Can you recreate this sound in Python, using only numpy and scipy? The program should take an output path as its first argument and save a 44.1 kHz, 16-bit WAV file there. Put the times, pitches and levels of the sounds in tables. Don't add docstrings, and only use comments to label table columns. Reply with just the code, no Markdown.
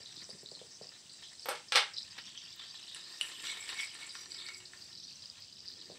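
import sys
import numpy as np
from scipy import signal
from scipy.fft import rfft, irfft, next_fast_len
from scipy.io import wavfile
from scipy.ndimage import uniform_filter1d, map_coordinates

SR = 44100
rng = np.random.default_rng(int(sys.argv[2]) if len(sys.argv) > 2 else 0)


def natural_amplitude(level_db):
    exponent = np.asarray(level_db, float) / 20
    return 10 ** exponent


def transcribe(u):
    v = np.clip(np.atleast_2d(u).T, -1, 1)
    q = np.round(v * 32767).astype(np.int16)
    wavfile.write(sys.argv[1], SR, q)


N = 263826

# time in seconds, then small bubbles, finest fizz and large bubbles in dB.
BOILING = [(0.0, -49, -59, -61), (0.33, -58.5, -59.5, -74), (0.55, -52.5, -59.5, -73),
           (0.92, -61.5, -63, -65.5), (1.4, -50.5, -58.5, -64), (1.65, -61, -60, -65), (2.1, -57, -61, -57),
           (2.6, -53, -60, -54.5), (3.1, -51, -58.5, -57.5), (3.5, -54.5, -51, -47.5),
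           (3.9, -57, -54.5, -53), (4.46, -65, -57.5, -60.5), (4.7, -59, -60.5, -68),
           (5.06, -48.5, -72, -59.5), (5.45, -60, -82, -62), (5.75, -52.5, -77, -65.5),
           (5.98, -56.5, -60, -62)]
# pitch in Hz, spread in octaves, life in cycles, bursts per second.
BUBBLE_SIZES = [(4900, 0.168, 5.7, 680), (7500, 0.093, 5.1, 710), (3382, 0.212, 4.1, 950)]
# start in seconds, level in dB, pitch in Hz.
SINGLE_BURSTS = [(0.059, -34.5, 3890), (0.1491, -46, 5140), (0.167, -35, 5000), (0.242, -32, 5850),
                 (0.3037, -31.5, 4640), (0.4599, -32.5, 3870), (0.4882, -34.5, 4150), (0.5144, -35, 4730),
                 (0.5511, -32, 4170), (0.87, -35, 4900), (0.8913, -33, 4900), (0.9383, -41, 3880),
                 (1.2336, -56, 3700), (1.3958, -32, 5050), (1.939, -50, 4900), (1.968, -28, 4000),
                 (1.983, -23.5, 3900), (2.0303, -30.5, 5030), (2.109, -36, 4870), (2.187, -43, 2700),
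                 (2.356, -36.5, 2960), (2.376, -34, 3170), (2.458, -43, 2970), (2.5278, -35, 5400),
                 (2.595, -39, 3500), (2.7017, -40.5, 3760), (3.4555, -41, 3880), (3.518, -30, 3750),
                 (3.626, -38, 5270), (3.717, -35, 3680), (3.775, -35, 4600), (4.109, -38, 3770),
                 (4.402, -36, 4170), (4.319, -29, 4500), (4.347, -33, 4900), (4.546, -32, 4860),
                 (4.6572, -36.5, 4250), (4.774, -42, 4670), (4.822, -34, 4650), (4.952, -37, 4570),
                 (5.221, -40, 4700), (5.2574, -31, 4860), (5.2997, -31, 4860), (5.422, -36, 4650),
                 (5.4826, -40.5, 4700), (5.5544, -44, 4800), (5.592, -36.5, 5070), (5.6046, -37.5, 4770),
                 (5.657, -38, 4720), (5.663, -45, 4750), (5.6789, -29, 4800), (5.684, -28, 4760),
                 (5.704, -35, 4850), (5.7376, -36, 4600), (5.8146, -34.5, 4730), (5.845, -41, 4730),
                 (5.857, -35.5, 4860), (5.9174, -38, 4600)]


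def sizzle():
    out = clumps() + spits()
    for (hz, spread, cycles, rate), db in zip(BUBBLE_SIZES, curves(BOILING)):
        draw = rng.random((int(rate * N / SR), 2))
        chance = rng.standard_normal((len(draw), 2))
        start = draw[:, 0] * N / SR
        size = natural_amplitude(np.minimum(-3.5 * np.log(draw[:, 1]), 13))
        pitch = hz * 2 ** (spread * chance[:, 0])
        life = cycles * np.exp(0.76 * chance[:, 1])
        grains = bubbles(start, pitch, size, life, rise=0.022)
        flicker = natural_amplitude(1.64 * wobble(35) + 1.13 * wobble(14))
        out += natural_amplitude(db) * unit(flicker * grains)
    s, db, hz = np.transpose(SINGLE_BURSTS)
    return out + bubbles(s, hz, natural_amplitude(db), np.full(len(s), 5.5), rise=0.01)


def bubbles(s, hz, peak, cycles, rise):
    k = np.arange(320)
    u = k / SR * (hz / cycles)[:, None]
    envelope = np.e * 2 * u * np.exp(-2 * u)
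    phase = 2 * np.pi * cycles[:, None] * (u + rise * u * u / 2)
    at = (s * SR).astype(int)[:, None] + k
    waves = peak[:, None] * envelope * np.sin(phase)
    return np.bincount(at.ravel(), waves.ravel(), N + SR)[:N]


# middle in seconds, length in seconds, level in dB, pitch in Hz.
BUBBLE_CLUMPS = [(0.077, 0.037, -47, 4000), (.12, 0.032, -53.5, 3900), (0.182, 0.047, -44, 4290),
                 (0.208, .05, -44, 4750), (.245, 0.042, -53, 5550), (0.288, 0.051, -59, 7500),
                 (0.312, 0.035, -46.5, 4870), (0.333, .03, -62, 7840), (0.404, .04, -49.5, 5300),
                 (0.421, 0.033, -54, 7500), (0.488, 0.051, -51, 4620), (0.534, 0.051, -51, 7500),
                 (0.557, .04, -51, 4370), (0.609, 0.038, -52, 3480), (0.726, 0.043, -47, 5460),
                 (.76, 0.037, -48, 5850), (0.833, 0.034, -45.5, 4900), (.88, 0.034, -54, 4900),
                 (0.956, 0.03, -55, 3700), (0.998, 0.037, -54, 4900), (1.139, 0.098, -48, 4300),
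                 (1.143, 0.029, -49, 7500), (1.26, .06, -45.5, 3510), (1.699, 0.035, -47, 5030),
                 (1.958, 0.051, -41.5, 4840), (1.998, 0.055, -37, 4680), (2.121, 0.043, -57, 4900),
                 (2.205, .06, -45.5, 4660), (2.271, 0.036, -45.5, 5850), (2.29, .06, -49.5, 3230),
                 (2.373, 0.047, -47, 3220), (2.392, .04, -42.5, 5380), (2.529, 0.027, -53, 3750),
                 (2.612, 0.042, -47, 3460), (2.662, .06, -47.5, 3400), (2.767, .04, -44.5, 3700),
                 (2.934, .12, -41.5, 3700), (3.077, 0.086, -43, 4240), (3.19, 0.027, -52, 5600),
                 (3.496, .1, -37.5, 3650), (3.49, 0.11, -38, 7500), (3.806, 0.044, -41, 3300),
                 (3.835, .07, -38.5, 4900), (3.823, 0.037, -39.5, 7500), (4.089, 0.056, -44, 7700),
                 (4.109, 0.042, -43, 4700), (4.186, 0.064, -44, 4900), (4.318, 0.029, -48, 4670),
                 (4.362, 0.051, -42, 4800), (4.404, 0.052, -40.5, 3950), (4.474, 0.022, -41, 4400),
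                 (4.55, 0.034, -48, 4900), (4.665, 0.027, -47.5, 4530), (4.845, 0.09, -46.5, 4590),
                 (5.001, 0.059, -46, 4400), (5.1, 0.047, -46, 4240), (5.246, 0.057, -46.5, 4550),
                 (5.43, 0.057, -46.5, 4660), (5.488, .03, -60, 3200), (5.605, .05, -52, 4900),
                 (5.691, 0.064, -44.5, 4300), (5.811, 0.049, -47.5, 3960), (5.915, 0.042, -49, 4370)]


def clumps(count=48):
    s, length, db, hz = np.transpose(BUBBLE_CLUMPS)[:, :, None]
    draw = rng.random((len(BUBBLE_CLUMPS), count, 3))
    chance = rng.standard_normal((len(BUBBLE_CLUMPS), count, 2))
    at = np.abs(s + length * (1.6 * draw[..., 0] * draw[..., 1] - 0.45))
    size = natural_amplitude(db + np.minimum(-3.0 * np.log(draw[..., 2]), 9) - 6)
    pitch = hz * 2 ** (0.12 * chance[..., 0])
    life = 5.68 * np.exp(0.42 * chance[..., 1])
    return bubbles(at.ravel(), pitch.ravel(), size.ravel(), life.ravel(), rise=0.025)


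# start in seconds, level in dB, pitch in Hz.
CLEAR_SPITS = [(2.562, -39, 14800), (2.831, -44, 9300), (5.542, -58, 12800), (5.7139, -47, 15000),
               (5.7349, -53, 15000), (5.9414, -57, 9260)]


def spits():
    count = int(33 * N / SR)
    draw, chance = rng.random((count, 2)), rng.standard_normal(count)
    s, db, hz = np.transpose(CLEAR_SPITS)
    s = np.append(s, draw[:, 0] * N / SR)
    db = np.append(db, -57 + np.minimum(-3.5 * np.log(draw[:, 1]), 10))
    hz = np.append(hz, np.clip(5970 * 2 ** (0.75 * chance), 1500, 15000))
    return bubbles(s, hz, natural_amplitude(db), np.full(len(s), 2.5), rise=0.01)


# time in seconds, pan wall in dB, spray in dB.
SHAKING = [(0.0, -65.5, -79), (0.4, -71.5, -84), (1.4, -78.5, -82), (2.0, -67, -81), (2.9, -66, -75),
           (3.2, -59.5, -63), (3.38, -58.5, -62), (3.48, -53.5, -64), (3.65, -56.5, -68), (3.8, -60, -74),
           (3.9, -62, -78), (4.3, -69, -72), (4.6, -71, -85), (4.8, -74, -73), (5.5, -80, -84),
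           (5.98, -65, -78)]
# middle and length in seconds, level in dB.
WALL_JOLTS = [(0.13, 0.021, -74), (0.223, 0.032, -59.5), (0.832, 0.034, -61), (0.952, .05, -63.5),
              (1.217, .06, -63), (1.327, 0.035, -63), (2.131, 0.024, -60), (2.178, .04, -58.5),
              (2.273, 0.047, -64), (2.61, 0.094, -61.5), (4.90, 0.044, -65.5), (5.106, 0.024, -69),
              (5.235, 0.028, -67), (5.374, 0.035, -63), (5.65, 0.037, -70)]
# middle and length in seconds, pan wall in dB,
# then low, middle and high spoon modes in dB.
STIRRING = [(2.965, 0.027, -57, -74, -73, -66), (3.26, 0.12, -54, -67, -60, -55.5),
            (3.442, 0.027, -48, -66, -57, -59), (3.494, 0.061, -48.5, -43, -46, -50),
            (3.628, 0.1, -67, -55, -70, -54), (3.698, 0.039, -53, -54, -54, -52.5),
            (3.742, 0.068, -50.5, -63, -64, -65), (3.809, 0.085, -53.5, -47, -53, -50),
            (3.962, 0.12, -58, -66, -59, -60), (4.038, 0.09, -55, -59, -73, -59),
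            (4.162, 0.046, -58, -57, -50, -69), (4.212, 0.055, -58, -61, -48, -60),
            (4.31, 0.067, -79, -71, -61, -60), (4.402, 0.12, -59, -66, -71, -62),
            (4.488, 0.089, -60, -56, -64, -57.5), (4.568, 0.074, -75, -63.5, -62, -55.5),
            (4.619, .04, -61.5, -66, -77, -75), (4.745, 0.023, -62, -83, -76, -79)]
# frequency in Hz, width in Hz, relative level in dB.
PAN_MODES = [(328, 16, -14.5), (1063, 120, -6.5), (1390, 98, -6.5), (1802, 126, 2.5), (3240, 57, -9),
             (3703, 95, 3.5), (4420, 1100, -6.5)]
# frequency in Hz, relative density in dB per Hz.
FRICTION = [(200, -1.5), (700, -1), (2500, 4.5), (5000, 2), (9000, -19), (12000, -36), (15500, -48)]
# frequency in Hz, relative density in dB per Hz.
SPRAY = [(8000, 2), (10000, -15.5), (12000, -6.5), (13500, -13), (15500, -21)]


def pan():
    wall_db, spray_db = curves(SHAKING)
    collapses = swells(*np.transpose(WALL_JOLTS))
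    strokes = swells(*np.transpose(STIRRING)[:3])
    wall_gain = np.hypot(natural_amplitude(wall_db), np.hypot(collapses, strokes))
    jolts = rng.standard_normal((2, N)) * natural_amplitude(4.1 * wobble(160) + 1.5 * wobble(30))
    wall = unit(filtered(jolts[0], resonances(PAN_MODES)))
    hiss = unit(filtered(jolts[1], lambda hz: natural_amplitude(along(FRICTION, hz))))
    droplets = rng.standard_normal(N) * natural_amplitude(1.4 * wobble(66) + 2.5 * wobble(20))
    spray = unit(filtered(droplets, lambda hz: natural_amplitude(along(SPRAY, hz) - 60 * (hz < 7000))))
    return wall_gain * (wall + natural_amplitude(-1.5) * hiss) + natural_amplitude(spray_db) * spray


# frequency in Hz, relative level in dB, 60 dB decay time in seconds.
SPOON_MODES = [(2228, -17, 0.044), (2867, 4.5, 0.089), (2950, 8, 0.033), (4860, -43, 0.09),
               (5763, -10, 0.076), (7500, -7.5, 0.037), (7700, -2, 0.087), (9070, 5, 0.025)]
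DRAG_LIFT = [35, -24, -32, 32.5, 5, 17, 18, -1]


def drag():
    modes = []
    for (hz, db, t60), lift_db in zip(SPOON_MODES, DRAG_LIFT):
        width = 1.5 * np.log(1000) / np.pi / t60
        modes.append((hz, width, db + lift_db))
    s, length, _, *levels = np.transpose(STIRRING)
    out = np.zeros(N)
    for db, group in zip(levels, (modes[:3], modes[3:5], modes[5:])):
        slips = rng.standard_normal(N) * natural_amplitude(3.5 * wobble(120))
        singing = sum(filtered(slips * natural_amplitude(2.2 * wobble(12)), resonances([mode])) for mode in group)
        out += swells(s, length, db) * unit(singing)
    return out


# start in seconds, level in dB, relative spoon ring in dB, brightness above 7 kHz in dB.
SPOON_TAPS = [(2.947, -35, -3.5, 6.5), (3.2116, -24.5, 2.5, -3.5), (3.425, -38, -14, 11),
              (3.47, -22, -12, -22), (3.691, -22, -15, -4), (3.7972, -28, -12, -22), (3.951, -36, -13, -9),
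              (4.033, -29, -34, -20), (4.152, -25.5, -33, -21), (4.258, -30, -23, -21),
              (4.487, -26, -20, -21), (4.603, -39, -9, -8), (4.734, -34, -34, -6)]


def spoon():
    out, t = np.zeros(N), np.arange(SR // 4) / SR
    strike = (1 - np.exp(-t / 0.000089)) * (1 + 1.2 * natural_amplitude(-60 * t / 0.019))
    for s, db, ring_db, bright_db in SPOON_TAPS:
        lift = lambda hz: bright_db * (hz > 7000)
        ring = np.zeros(len(t))
        for hz, level, t60 in SPOON_MODES:
            mode_db = level + lift(hz) + rng.normal(0, 0.5) - 60 * t / t60
            ring += natural_amplitude(mode_db) * np.sin(2 * np.pi * hz * t)
        crack = natural_amplitude(-60 * t / 0.0034) * rng.standard_normal(len(t))
        treble = lambda hz: natural_amplitude(lift(hz) - 18 * (hz > 10500))
        bass_cut = lambda hz: (hz / (hz - 700j)) ** 2
        knock = filtered(crack, lambda hz: (resonances(PAN_MODES)(hz) + 0.12) * treble(hz) * bass_cut(hz))
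        blow = natural_amplitude(ring_db - 16) * ring * strike + natural_amplitude(-5.5) * knock / np.abs(knock).max()
        out = in_room(s, natural_amplitude(db) * blow, -6, out)
    return out


# start in seconds, relative level in dB, centre in Hz.
DULL_KNOCKS = [(.004, -49, 470), (0.173, -53, 288), (0.222, -53.5, 293), (0.292, -41.5, 493),
               (0.33, -52, 199), (.350, -48.5, 403), (.432, -44, 394), (.518, -40.5, 467), (.572, -48, 840),
               (.615, -39, 463), (0.813, -36, 504), (5.90, -38.5, 480), (5.917, -45, 520)]


def knocks():
    out, t = np.zeros(N), np.arange(1500) / SR

    def swing(hz):
        return np.sin(2 * np.pi * hz * t) * natural_amplitude(-60 * t * hz / 4.5) * (1 - np.exp(-t / 0.0012))

    for s, db, hz in DULL_KNOCKS:
        out = in_room(s, natural_amplitude(db + 10) * (swing(hz) + natural_amplitude(-12) * swing(182)), -3.0, out)
    return filtered(out, lambda hz: (hz / (hz - 110j)) ** 2)


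# start in seconds, relative level in dB, tilt in dB per octave,
# time to fall 20 dB in seconds, relative high chink in dB.
CLATTER_BLOWS = [(1.458, -40.5, -4, 0.0057, -4), (1.4865, -32, -6, 0.0046, -3),
                 (1.491, -38, 19.5, 0.0046, 15), (1.51, -40, -5, 0.011, -21), (1.556, -46, 3, 0.006, -30),
                 (1.722, -28, 1.5, 0.006, -40), (1.751, -31.5, -1.5, 0.022, -36),
                 (1.757, -22.5, 2.5, 0.0081, -45), (1.772, -26.5, 0.5, 0.008, -49)]
# frequency in Hz, relative density in dB per Hz.
CLATTER_COLOUR = [(150, -53), (300, -23), (390, -5), (900, 2.5), (2000, 4), (3600, 5), (5200, 0.5),
                  (7000, -10), (8500, -9), (10200, -22.5), (12000, -27), (15500, -47)]
# frequency in Hz, width in Hz, relative level in dB.
WARE_MODES = [(248, 52, -18), (417, 8, -0.5), (492, 40, -0.5), (627, 15, 2), (811, 12, 1), (985, 18, 2),
              (1340, 23, 0), (2133, 47, 8), (2233, 27, -1), (2700, 19, 6)]


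def clatter():
    out, t = np.zeros(N), np.arange(4000) / SR
    lead = 200
    for s, db, tilt_db, length, chink_db in CLATTER_BLOWS:
        rattle = np.pad(rng.standard_normal(len(t)) * natural_amplitude(-20 * t / length), (lead, 0))
        lumps = np.sqrt(uniform_filter1d(np.abs(rfft(rattle)) ** 2, size=31))
        even = lambda hz: 1 / np.interp(hz, np.linspace(0, SR / 2, len(lumps)), lumps)
        tilt = lambda hz: natural_amplitude(tilt_db * np.log2(np.clip(hz, 400, 9000) / 2000))
        ringing = lambda hz: natural_amplitude(along(CLATTER_COLOUR, hz)) + natural_amplitude(3) * resonances(WARE_MODES)(hz)
        chink = resonances([(13150, 210, chink_db + 11), (15000, 710, chink_db - 40)])
        blow = filtered(rattle, lambda hz: ringing(hz) * tilt(hz) * even(hz))
        high = filtered(rattle, lambda hz: chink(hz) * even(hz))
        gain = natural_amplitude(db) / np.std(blow[lead:lead + round(length * SR)])
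        out = in_room(s - lead / SR, gain * blow, 0.41, out)
        out = in_room(s - lead / SR, gain * high, -9, out)
    return out


# frequency in Hz, relative gain in dB.
NOISE_FLOOR = [(20, -32), (92, -1.5), (187, -9.5), (393, -8.5), (947, -17.5), (1780, -18.5), (2480, -18),
               (4920, -11.5), (6840, -6), (7640, -7.5), (10600, -32), (13500, -41), (15300, -27.5)]
# time in seconds, then relative levels of the deep, low and upper registers in dB.
RUMBLE_LEVELS = [(0.0, -72.5, -72.5, -79), (0.6, -78.5, -72.5, -75.5), (1.2, -78.5, -74, -82),
                 (1.7, -75.5, -75, -77), (2.3, -74.5, -72, -87), (3.0, -78, -77, -78.5),
                 (3.5, -81, -77, -70), (3.9, -75, -77.5, -82), (4.3, -76, -75, -73.5),
                 (4.7, -75, -76.5, -80), (5.05, -75.5, -68.5, -79), (5.4, -71, -76.5, -84),
                 (5.8, -74, -74, -71.5), (5.98, -79, -71, -65.5)]
# time in seconds, pitch in Hz, level in dB.
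HUM_PATH = [(4.15, 344, -79), (4.3, 364.4, -70), (4.75, 365, -69), (4.9, 346, -76), (5.02, 344, -71.5),
            (5.12, 339, -92)]


def background():
    def air(lo, hi):
        band = lambda hz: 1 / (1 + (hz / hi) ** 6) / (1 + (lo / (hz + 1)) ** 6)
        return unit(filtered(rng.standard_normal(N), lambda hz: natural_amplitude(along(NOISE_FLOOR, hz)) * band(hz)))

    edges = [(20, 130), (130, 250), (250, 480)]
    rumble = sum(natural_amplitude(db + 2.5 + 1.03 * wobble(6)) * air(*edge)
                 for db, edge in zip(curves(RUMBLE_LEVELS), edges))
    hiss = natural_amplitude(-60.2 + 1.5 * wobble(5)) * air(480, SR)
    hz, db = curves(HUM_PATH)
    phase = 2 * np.pi * np.cumsum(hz + 4.7 * wobble(29)) / SR
    hum = natural_amplitude(db + 2.8 * wobble(8.5)) * np.sin(phase)
    return rumble + hiss + hum


# frequency in Hz, 60 dB decay time in seconds.
ROOM_DECAY = [(300, 0.16), (800, 0.25), (2000, 0.29), (5500, 0.23), (11000, 0.18), (14000, 0.13)]


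def echo(length):
    hz, t, z = signal.stft(rng.standard_normal(length), SR, nperseg=256)
    decay = natural_amplitude(-60 * t / along(ROOM_DECAY, hz)[:, None])
    tail = signal.istft(z * decay, SR, nperseg=256)[1][:length]
    return tail / np.linalg.norm(tail)


def in_room(s, blow, wet_db, out):
    wet = natural_amplitude(wet_db) * signal.fftconvolve(np.pad(blow, (150, 0)), echo(SR // 2))
    sound = wet + np.pad(blow, (0, len(wet) - len(blow)))
    start = round(s * SR)
    return out + np.pad(sound, (start, N))[:N]


def resonances(modes):
    return lambda f: sum((-1) ** k * natural_amplitude(db) * 1j * f * w / (c * c - f * f + 1j * f * w)
                         for k, (c, w, db) in enumerate(modes))


def swells(s, length, db):
    t, power = np.arange(N) / SR, np.zeros(N)
    for mid, span, level in zip(s, length, db):
        near = slice(max(round((mid - span) * SR), 0), round((mid + span) * SR))
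        power[near] += (natural_amplitude(level) * np.cos(np.pi / 2 * (t[near] - mid) / span) ** 2) ** 2
    return np.sqrt(power)


def filtered(x, response):
    m = next_fast_len(len(x) + 8192)
    return irfft(rfft(x, m) * response(np.fft.rfftfreq(m, 1 / SR)), m)[:len(x)]


def wobble(rate):
    knots = rng.standard_normal(int(N * rate / SR) + 4)
    return map_coordinates(knots, [np.arange(N) * rate / SR])


def curves(rows):
    s, *cols = np.transpose(rows)
    return [np.interp(np.arange(N) / SR, s, c) for c in cols]


def along(points, hz):
    f, v = np.transpose(points)
    return np.interp(np.log(hz + 1), np.log(f + 1), v)


def unit(x):
    return x / np.sqrt(np.mean(x ** 2) + 1e-20)


# frequency in Hz, width in Hz, level in dB.
BOWL_AIR = [(4826, 82, -11.5), (3750, 33, -46)]


def scene():
    fry = filtered(sizzle(), lambda hz: 0.62 + resonances(BOWL_AIR)(hz)) + pan() + drag()
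    fry = fry + natural_amplitude(-7.5) * signal.fftconvolve(fry, echo(SR // 2))[:N]
    return (fry + spoon() + knocks() + clatter() + background())[None]


def band_limit(x):
    return signal.sosfilt(signal.butter(12, 16110, fs=SR, output="sos"), x)


# centre in Hz, width in Hz, depth in dB.
PORT_NOTCH = (6850, 900, -12)


def record(dry):
    centre, width, depth_db = PORT_NOTCH
    notch = lambda hz: 1 - (1 - natural_amplitude(depth_db)) * resonances([(centre, width, 0)])(hz)
    bass_cut = lambda hz: (hz / (hz - 60j)) ** 2
    heard = filtered(dry[0], lambda hz: notch(hz) * bass_cut(hz) * (hz < 15650))
    return band_limit(heard[None])


dry = scene()
out = record(dry)
transcribe(out)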